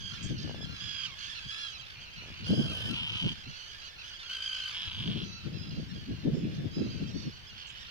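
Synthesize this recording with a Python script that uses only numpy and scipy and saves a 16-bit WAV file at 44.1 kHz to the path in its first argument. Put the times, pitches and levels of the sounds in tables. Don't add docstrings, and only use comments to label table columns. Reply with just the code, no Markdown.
import sys
import numpy as np
from scipy import signal
from scipy.fft import rfft, irfft, next_fast_len
from scipy.io import wavfile

SR = 44100
rng = np.random.default_rng(int(sys.argv[2]) if len(sys.argv) > 2 else 0)


def transcribe(u):
    v = np.clip(np.atleast_2d(u).T, -1, 1)
    q = np.round(v * 32767).astype(np.int16)
    wavfile.write(sys.argv[1], SR, q)


N = 348390
TIME = np.arange(N) / SR
FLOCK_LAG_MS = .345

# peak t/s, length/s, level/dB, f/Hz, pan/dB
BUFFETS = [(.257, 0.026, -30, 151, 12), (.318, 0.028, -25.5, 170.3, 4.5), (0.349, 0.022, -32.5, 224.6, 5),
           (.645, 0.014, -33.5, 151.5, 12), (0.863, 0.047, -39.5, 114.8, 0), (1.463, 0.027, -38.5, 97.3, 1),
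           (2.51, 0.019, -18.5, 207, 1), (2.533, 0.02, -20.5, 254.5, 0), (2.58, 0.023, -25, 218.5, 7),
           (2.599, 0.015, -17.5, 267, -6.5), (2.652, 0.01745, -26.5, 152.7, -2),
           (2.84, 0.048, -36, 127.6, -6), (2.915, 0.038, -33, 191.5, 14.5), (3.155, 0.022, -33, 127.5, -4),
           (3.245, 0.032, -29, 165, 1.5), (3.268, 0.019, -23.5, 182, 0), (3.315, 0.027, -32.5, 132, 3),
           (3.488, 0.037, -37.5, 130.6, -2), (4.881, 0.023, -41, 97, 15), (4.998, 0.077, -34.5, 104.8, 0),
           (5.088, 0.044, -27.5, 165.6, 3), (5.162, 0.039, -34, 192.8, 13.5), (5.234, 0.042, -33.5, 197, 7),
           (5.473, 0.03, -37, 158, 18), (5.735, 0.025, -32, 166.6, 3), (5.79, 0.032, -33, 188.3, -6),
           (5.928, .025, -34.5, 192.5, 10), (6.112, 0.044, -27, 198.8, -0.5), (6.276, 0.035, -19, 232, 4.5),
           (6.339, 0.032, -24, 190.8, -5), (6.38, 0.022, -28, 298, -4), (6.446, 0.043, -24.5, 224, 1.5),
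           (6.597, 0.027, -28.5, 164, -4), (6.657, 0.018, -31, 255, 9), (6.779, 0.024, -28.5, 251.8, 6),
           (6.819, 0.038, -26, 239.6, -4.5), (6.86, 0.023, -26.5, 280.3, 0),
           (7.026, 0.032, -27, 222.5, 5.5), (7.167, 0.026, -28.5, 238, 10.5),
           (7.275, 0.026, -29, 220.4, -1.5)]


def close_terns():
    calls = close_cries() + close_rasps()
    ground = undb(-9) * scatter(calls, t60=.03, onset_s=.001)
    shrubs = undb(-16) * scatter(calls, t60=.55, onset_s=.03)
    return calls + ground + shrubs


def close_cries():
    # hoarseness/dB, trill depth/0-1, pan/dB, lag/ms
    cries = [(0.8, 1.061, 1739, 545.7, -38, -1.5, 1.5, 1, -6.5, -50, .45, -6, .09),
             (2.458, 2.914, 1572, 69.8, -39.5, -2.5, -1.5, -3, -0.5, -16.5, 0.58, 2.5, -.18),
             (4.29, 4.698, 1603, 169.9, -38.5, 0.5, -0.5, -4.5, -4, -35, .82, 4, .03)]
    # f/Hz, level/dB
    scrape = [(2000, -27.5), (4000, 2), (5000, 0), (6500, -20), (7500, -9), (12500, -16), (14500, -24)]
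    # f/Hz, level/dB
    hoarse = [(250, -10), (550, 6), (1000, -1.5), (1400, -6), (2200, -23)]
    # f/Hz, share/0-1
    top_shelf = [(6500, 0), (9000, 1)]
    attack_s, scoop_s, strain_s, break_s, tail_s = .011, .028, .028, .02, .085
    out = np.zeros((2, N))
    for (start, break_at, top_hz, sag, db, first_db, third_db, fourth_db,
         top_db, hoarse_db, trill, pan_db, lag_ms) in cries:
        hold = break_at - start
        t = np.arange(int((hold + tail_s) * SR)) / SR
        broken = 1 - np.exp(-np.maximum(t - hold, 0) / break_s)
        strain = np.exp(-((t - hold) / strain_s) ** 2)
        scoop = 1 - .09 * np.exp(-t / scoop_s)
        hz = (top_hz - sag * t) * scoop * (1 - .31 * broken)
        dull_db = 10 * t
        lead = syrinx(hz, third_db - dull_db, fourth_db - dull_db, trill, rough=.24 + .55 * strain,
                      first_db=first_db, airs=[(scrape, -25), (hoarse, hoarse_db)])
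        scream = colour(lead + second_voice(hz), top_shelf, top_db)
        level = undb(db - 11 * broken - 2 * trill * strain)
        edges = np.minimum(t / attack_s, 1) * fade(len(t), .0025)
        add(out, scream * level * edges, start, pan_db, lag_ms)
    return out


def syrinx(hz, third_db, fourth_db, trill, rough, first_db=0, airs=(), harmonics=8):
    # f/Hz, gain/dB
    throat = [(700, -50), (1100, -13), (1600, -17), (2300, -7), (3200, -2), (3900, -15), (4800, -16),
              (6300, -20.5), (7200, -35), (8300, -31), (11000, -35), (12700, -35), (15000, -53)]
    n = len(hz)
    beat = trill_phase(n)
    opening = (.5 - .5 * np.cos(2 * np.pi * beat ** .85)) ** 1.18
    pulsing = unit((1 - trill + trill * opening) * undb(1.3 * walk(n, 79.3)))
    jitter = rough * .045 * walk(n, 900) * (1.5 - opening)
    drift = (.004 + .007 * trill) * walk(n, 90)
    slide = .11 * trill * (.4 - beat)
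    phase = 2 * np.pi * np.cumsum(hz * (1 + slide + jitter + drift)) / SR
    lift_db = {1: first_db, 3: third_db, 4: fourth_db}
    tone = 0
    for k in range(1, harmonics + 1):
        db = spectrum_db(throat, k * hz) + lift_db.get(k, 0) + 4 * rough * walk(n, 248.6)
        tone += undb(db) * np.sin(k * phase)
    breath = .7 * rough * unit(colour(rng.standard_normal(n), throat))
    for spectrum, air_db in airs:
        breath += undb(air_db) * unit(colour(rng.standard_normal(n), spectrum))
    grit = 1 + .35 * rough * walk(n, 1100)
    return pulsing * (np.sqrt(2) * tone * grit + breath)


def second_voice(hz):
    sinking_hz = hz.max() * np.linspace(.85, .77, len(hz))
    return undb(-16) * syrinx(sinking_hz, 0, 0, trill=.6, rough=.7, harmonics=2)


def trill_phase(n, trill_hz=56.08):
    return np.cumsum(trill_hz * (1 + .04 * walk(n, 20)) / SR) % 1


def close_rasps():
    # irregularity/0-1, throat tuning/ratio, pan/dB, lag/ms
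    rasps = [(2.915, 0.43, -39, -6, 0.037, -0.5, 0.2, 0.54, 0.94, 2.5, -0.16),
             (4.717, 0.55, -40.5, 2.5, 0.26, -1, .8, 0.29, 0.99, 3, 0.072),
             (7.527, 0.56, -52.5, 8, 0.074, -15, 0.5, .5, 0.937, -5, 0.46)]
    # f/Hz, share/0-1
    treble_shelf = [(3400, 0), (4500, 1)]
    attack_s, release_db = .02, -3.5
    lowpass = signal.butter(2, 12500, fs=SR, output="sos")
    out = np.zeros((2, N))
    for start, length, db, fading, release, treble_db, trill, irregular, tuning, pan_db, lag_ms in rasps:
        t = np.arange(int(length * SR)) / SR
        rattle = signal.sosfilt(lowpass, rasp(len(t), trill, irregular, tuning))
        rattle = unit(colour(rattle, treble_shelf, treble_db))
        dying_db = release_db * np.clip(1 - (length - t) / release, 0, 1)
        envelope = undb(db - fading * t + dying_db) * np.minimum(t / attack_s, 1)
        add(out, rattle * envelope, start, pan_db, lag_ms)
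    return out


def rasp(n, trill, irregular, tuning, click_hz=225):
    # f/Hz, width/Hz, level/dB
    modes = [(1000, 450, -14), (1556, 300, -16), (2350, 900, -13), (2950, 620, 1), (3360, 480, 5),
             (4400, 2200, -19), (6000, 1300, -27), (9000, 5500, -34)]
    cycles = np.cumsum(click_hz * np.exp(irregular * walk(n, 300)) / SR)
    clicks = np.diff(np.floor(cycles), prepend=0) * undb(2.3 * walk(n, 300))
    gaps = trill_phase(n) > np.linspace(.85, .5, n)
    clicks *= 1 - trill * gaps
    clicks += .008 * rng.standard_normal(n)
    ring = 0
    for k, (hz, width, db) in enumerate(modes):
        b, a = signal.iirpeak(hz * tuning, hz / width, fs=SR)
        ring += (-1) ** k * undb(db) * signal.lfilter(b, a, signal.lfilter(b, a, clicks))
    return unit(ring) * fade(n, .036)


def wheeling_terns():
    # t/s, length/s, top f/Hz, arch depth/ratio, level/dB, lift of harmonics 3 and 4/dB, trill depth/0-1
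    cries = [(0, 0.17, 1613, 1.6, -44.5, 3.5, 4.5, 0.53), (0.182, 0.19, 1613, 1.2, -51, 1, 7.5, 0.55),
             (0.547, 0.28, 1740, 0.58, -58, 4, 9, 0.17), (1.184, 0.14, 1595, 1, -47.5, 6, 7, 0.46),
             (1.15, 0.37, 1748, 0.47, -46, -6, 3, 0.6), (1.484, 0.255, 1733, 1.58, -39, -2, 1.5, 0.4),
             (2.096, 0.084, 1586, 2.5, -55.5, 5, 3, .1), (2.185, 0.17, 1504, 1.45, -53.5, -6, 1, 0.13),
             (2.44, .32, 1670, 0.71, -49.5, 11.5, 6, 0.49),
             (3.078, 0.24, 1534, 0.59, -46.5, -11, -1.5, 0.85), (3.547, 0.22, 1548, 1.12, -48.5, 3, 1, 0.5),
             (4.037, 0.099, 1538, 1.75, -46, -4, 0, 0.77), (4.418, 0.14, 1590, 0.97, -47.5, 10.5, 6, 0.39),
             (4.523, 0.13, 1665, 1.4, -50.5, 12.5, 13, 0.55),
             (5.237, 0.17, 1510, 0.25, -62.5, 17.5, 17, 0.2), (5.525, 0.33, 1690, 1.3, -57.5, 14, 9, 0.5),
             (5.939, 0.098, 1627, 2.25, -54.5, 7.5, 3, 0.5), (6.332, 0.11, 1734, 1.04, -55, 7, 13, 0.18),
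             (6.408, 0.11, 1736, 0.96, -57, -10.5, -8, 0.06), (6.71, 0.18, 1674, 1.54, -60, 18, 15.5, 0.02),
             (6.889, 0.1, 1602, 2, -62.5, 21.5, 14, 0.08), (6.96, 0.13, 1357, 1.6, -54, -6, -4, 0.35),
             (7.07, 0.26, 1888, 1.4, -56.5, 12.5, 10, 0.73), (7.134, 0.17, 1511, 1.3, -62, 20, 14, 0.15)]
    # t/s, top f/Hz, level/dB
    kips = [(0.129, 1776, -45), (.605, 1715, -43.5), (0.757, 1580, -51.5), (1.289, 1752, -42),
            (1.775, 1598, -47.5), (1.996, 1622, -53.5), (2.894, 1650, -68), (3.284, 1620, -47),
            (3.362, 1684, -66), (3.474, 1545, -51.5), (3.672, 1612, -52), (3.775, 1610, -58),
            (3.844, 1600, -51.5), (4.125, 1656, -51), (4.19, 1690, -73), (4.242, 1630, -48.5),
            (5.874, 1880, -55), (6.535, 1540, -62), (7.066, 1634, -55.5), (7.46, 1700, -53),
            (7.788, 1916, -46.5)]
    pan_db, kip_s, full_kip_db = -4.5, .0544, -41
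    calls = np.zeros((2, N))
    for start, length, top_hz, arch, db, third_db, fourth_db, trill in cries:
        call = cry(length, top_hz, third_db, fourth_db, trill, rough=.2 + .2 * trill, arch=arch)
        add(calls, undb(db) * call, start, pan_db, FLOCK_LAG_MS)
    for start, top_hz, db in kips:
        upper_db = .54 * (full_kip_db - db)
        add(calls, undb(db) * kip(kip_s, top_hz, upper_db), start, pan_db, FLOCK_LAG_MS)
    ground = undb(-4) * scatter(calls, t60=.025, onset_s=.001)
    shrubs = undb(-11) * scatter(calls, t60=.5, onset_s=.02)
    return calls + ground + shrubs


def cry(length, top_hz, third_db, fourth_db, trill, rough, arch, harmonics=6):
    n = int(length * SR)
    progress, crest = np.linspace(0, 1, n), .3546
    rise = .03466 * (1 - progress / crest) ** 2
    fall = .4 * length * ((progress - crest) / (1 - crest)) ** 2
    hz = top_hz * (1 - arch * np.where(progress < crest, rise, fall))
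    swell = fade(n, .0044) * undb(-7 * (2 * progress - .8) ** 2)
    return swell * syrinx(hz, third_db, fourth_db, trill, rough, harmonics=harmonics)


def kip(length, top_hz, upper_db, rough=.14):
    n = int(length * SR)
    hz = top_hz * (1 - .125 * (2 * np.linspace(0, 1, n) - .9) ** 2)
    return syrinx(hz, upper_db, upper_db, trill=.1, rough=rough, harmonics=5) * fade(n, .012)


def far_colony(count=240):
    # t/s, level/dB
    swell = [(0, -48.5), (1.1, -49), (1.5, -42.5), (1.95, -50.5), (2.8, -46), (3.45, -51), (4.7, -43.5),
             (5.4, -53.5), (5.9, -52), (6.3, -55), (7.4, -53), (7.9, -50)]
    # f/Hz, gain/dB
    far_colour = [(600, -22), (1000, 7), (1600, 6.5), (2400, 5.5), (3200, -4.5), (4000, 9.5), (4800, 2),
                  (6300, -0.5), (7500, -1.5), (12000, 6)]
    spread_db, lead_in_s = 4, .3
    calls = np.zeros((2, N))
    for k, (when, kind, pitch, size, trill, bearing) in enumerate(rng.random((count, 6))):
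        top_hz, upper_db = 1340 + 450 * pitch, 1.2 * rng.standard_normal()
        if kind < .55:
            call = kip(.045 + .06 * kind, top_hz, upper_db, rough=.15 + .3 * trill)
        elif kind < .88:
            call = cry(.2 * kind, top_hz, upper_db, upper_db, trill,
                       rough=.2 + .35 * trill, arch=1.8, harmonics=5)
        else:
            call = undb(-6) * rasp(int(.18 * SR), trill, irregular=.5, tuning=.82 + .22 * pitch)
        start = (k + when) / count * (N / SR + lead_in_s) - lead_in_s
        lag_ms = FLOCK_LAG_MS * (1.15 - (1 - bearing) ** 2)
        add(calls, undb(spread_db * size) * call, start, pan_db=-5 * bearing, lag_ms=lag_ms)
    din = colour(calls + undb(-8) * scatter(calls, t60=.27, onset_s=.0047), far_colour)
    return unit(din) * undb(np.interp(TIME, *np.transpose(swell)))


def small_bird():
    # t/s, centre f/Hz, level/dB
    ticks = [(0.227, 6550, -52.5), (0.248, 6500, -56), (.272, 7160, -68), (0.38, 4690, -52),
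             (0.412, 4430, -51.5), (7.668, 7000, -62), (7.688, 7340, -64), (7.712, 7600, -79)]
    out, n = np.zeros((2, N)), int(.027 * SR)
    for start, hz, db in ticks:
        scratch_hz = hz + 900 * walk(n, 1800)
        tick = np.sin(2 * np.pi * np.cumsum(scratch_hz) / SR) * fade(n, .0017)
        add(out, undb(db) * unit(tick), start, pan_db=-4, lag_ms=FLOCK_LAG_MS)
    return out


def wind():
    # t/s, level/dB
    gusts = [(0, -52), (.48, -42.5), (.99, -57), (1.85, -62.5), (2.3, -54.5), (2.57, -36.5), (2.78, -46.5),
             (3.21, -49), (3.69, -66), (4.8, -63.5), (5.1, -40.5), (5.37, -53.5), (5.6, -42), (6.03, -48),
             (6.42, -42.5), (6.8, -38.5), (7.2, -47), (7.44, -59), (7.9, -61.5)]
    # f/Hz, level/dB
    eddies = [(20, -50), (45, -14.5), (80, -0.5), (160, 3), (260, -3), (400, -15.5), (600, -21),
              (1000, -48.5), (2000, -37)]
    lift_db, pan_db = 2.5, 4
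    gust_db = np.interp(TIME, *np.transpose(gusts))
    centres_hz = 25 * 2 ** np.arange(0, 6.5, .5)
    size = next_fast_len(N)
    octave = np.log2(np.maximum(np.arange(size // 2 + 1) * SR / size, 1))
    out, flutter = np.zeros((2, N)), walk(N, 28)
    for ear, side in enumerate((1, -1)):
        steady_power = undb(gust_db + lift_db + side * pan_db / 2) ** 2
        db = 10 * np.log10(steady_power + swirls(side)) + 1.8 * flutter + 2.2 * walk(N, 70)
        speed = 2 ** ((np.minimum(db, -29) + 34) / 28)
        noise, power = rfft(rng.standard_normal(size)), 0
        for hz in centres_hz:
            window = np.cos(np.pi * np.clip(octave - np.log2(hz), -.5, .5)) ** 2
            gain = undb(spectrum_db(eddies, hz / speed))
            out[ear] += gain * irfft(noise * window, size)[:N]
            power += gain ** 2 * hz * np.log(2) / SR
        out[ear] *= undb(db) / np.sqrt(power)
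    return out


def swirls(side, trim_db=-9.5):
    power = 0
    for peak, length, db, _, pan_db in BUFFETS:
        swell = 1 / (1 + (2 * (TIME - peak) / length) ** 2)
        power += (undb(db + trim_db + side * pan_db / 2) * swell) ** 2
    return power


def thumps(trim_db=-2.5, wobble=.33):
    out = np.zeros((2, N))
    for peak, length, db, hz, pan_db in BUFFETS:
        near = np.abs(TIME - peak) < 2 * length
        t = TIME[near] - peak
        swell = undb(db + trim_db) * np.exp(-2 * (t / length) ** 2)
        for ear, side in enumerate((1, -1)):
            cycles = np.cumsum(hz * np.exp(wobble * walk(len(t), 260))) / SR + rng.random()
            out[ear, near] += undb(side * pan_db / 2) * swell * np.sin(2 * np.pi * cycles)
    return out


def flapping():
    # t/s, peak in the louder ear/dB, pan/dB
    pops = [(.448, -41, 15), (0.476, -33.5, 18), (.495, -27, 20), (.512, -31, 20), (.545, -30, 18),
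            (.56, -42, 20), (0.581, -44, 20), (.607, -34, 20), (0.628, -35, 20), (.659, -40, 20),
            (2.223, -46, 0), (2.237, -44, -3), (2.26, -44, -3), (2.273, -48, 0), (2.285, -43, -4),
            (2.302, -44, -3)]
    bandpass = signal.butter(3, [171, 855], "band", fs=SR, output="sos")
    out, t = np.zeros((2, N)), np.arange(int(.03 * SR)) / SR
    for start, db, pan_db in pops:
        puff = np.exp(-t / .0004) + .15 * rng.standard_normal(len(t)) * np.exp(-t / .006)
        pop = signal.sosfilt(bandpass, puff)
        add(out, undb(db - abs(pan_db) / 2) * pop / np.abs(pop).max(), start, pan_db, 0)
    return out


def open_air():
    # f/Hz, level/dB
    air = [(30, 5.5), (100, 3.5), (250, -9), (600, -9.5), (1200, -9.5), (3000, -4), (6000, -16),
           (7500, -31.5), (11000, -31), (15000, -28.5)]
    return undb(-53.5) * unit(colour(rng.standard_normal((2, N)), air))


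def scatter(x, t60, onset_s):
    t = np.arange(SR // 2) / SR
    tails = rng.standard_normal((2, len(t))) * undb(-60 * t / t60) * (1 - np.exp(-t / onset_s))
    tails /= np.sqrt(np.sum(tails ** 2, axis=1, keepdims=True))
    return signal.fftconvolve(x, tails, axes=1)[:, :N]


def undb(db):
    return 10 ** (np.asarray(db) / 20)


def unit(x):
    return x / np.sqrt(np.mean(x ** 2) + 1e-18)


def spectrum_db(points, hz):
    f, db = np.transpose(points)
    return np.interp(np.log(np.maximum(hz, 1)), np.log(f), db)


def colour(x, points, amount=1):
    n = next_fast_len(x.shape[-1])
    gain = undb(amount * spectrum_db(points, np.arange(n // 2 + 1) * SR / n))
    return irfft(rfft(x, n) * gain, n)[..., :x.shape[-1]]


def walk(n, rate):
    at = np.arange(n) * rate / SR + rng.random()
    knots = rng.standard_normal(int(n * rate / SR) + 3)
    return np.interp(at, np.arange(len(knots)), knots) * np.sqrt(3 / 2)


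def fade(n, edge_s):
    i = np.arange(n)
    return np.sin(np.pi / 2 * np.minimum(np.minimum(i, n - 1 - i) / (edge_s * SR), 1)) ** 2


def add(out, x, start, pan_db, lag_ms):
    for ear, side in enumerate((1, -1)):
        i = int((start + side * lag_ms / 2e3) * SR)
        a, b = max(i, 0), min(i + len(x), N)
        if b > a:
            out[ear, a:b] += undb(side * pan_db / 2) * x[a - i:b - i]


def scene():
    # f/Hz, pan/dB
    port_balance = [(700, -5), (1500, 1.5), (3200, -2), (4800, -7.5), (6400, -5.5), (7500, -8.5),
                    (9000, 25), (15000, 4)]
    left, right = close_terns() + wheeling_terns() + far_colony() + small_bird()
    birds = np.array([colour(left, port_balance, .17), colour(right, port_balance, -.85)])
    return birds + open_air() + wind() + thumps() + flapping()


def record(dry):
    return signal.sosfilt(signal.ellip(10, .2, 70, 15700, fs=SR, output="sos"), dry)


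dry = scene()
out = record(dry)
transcribe(out)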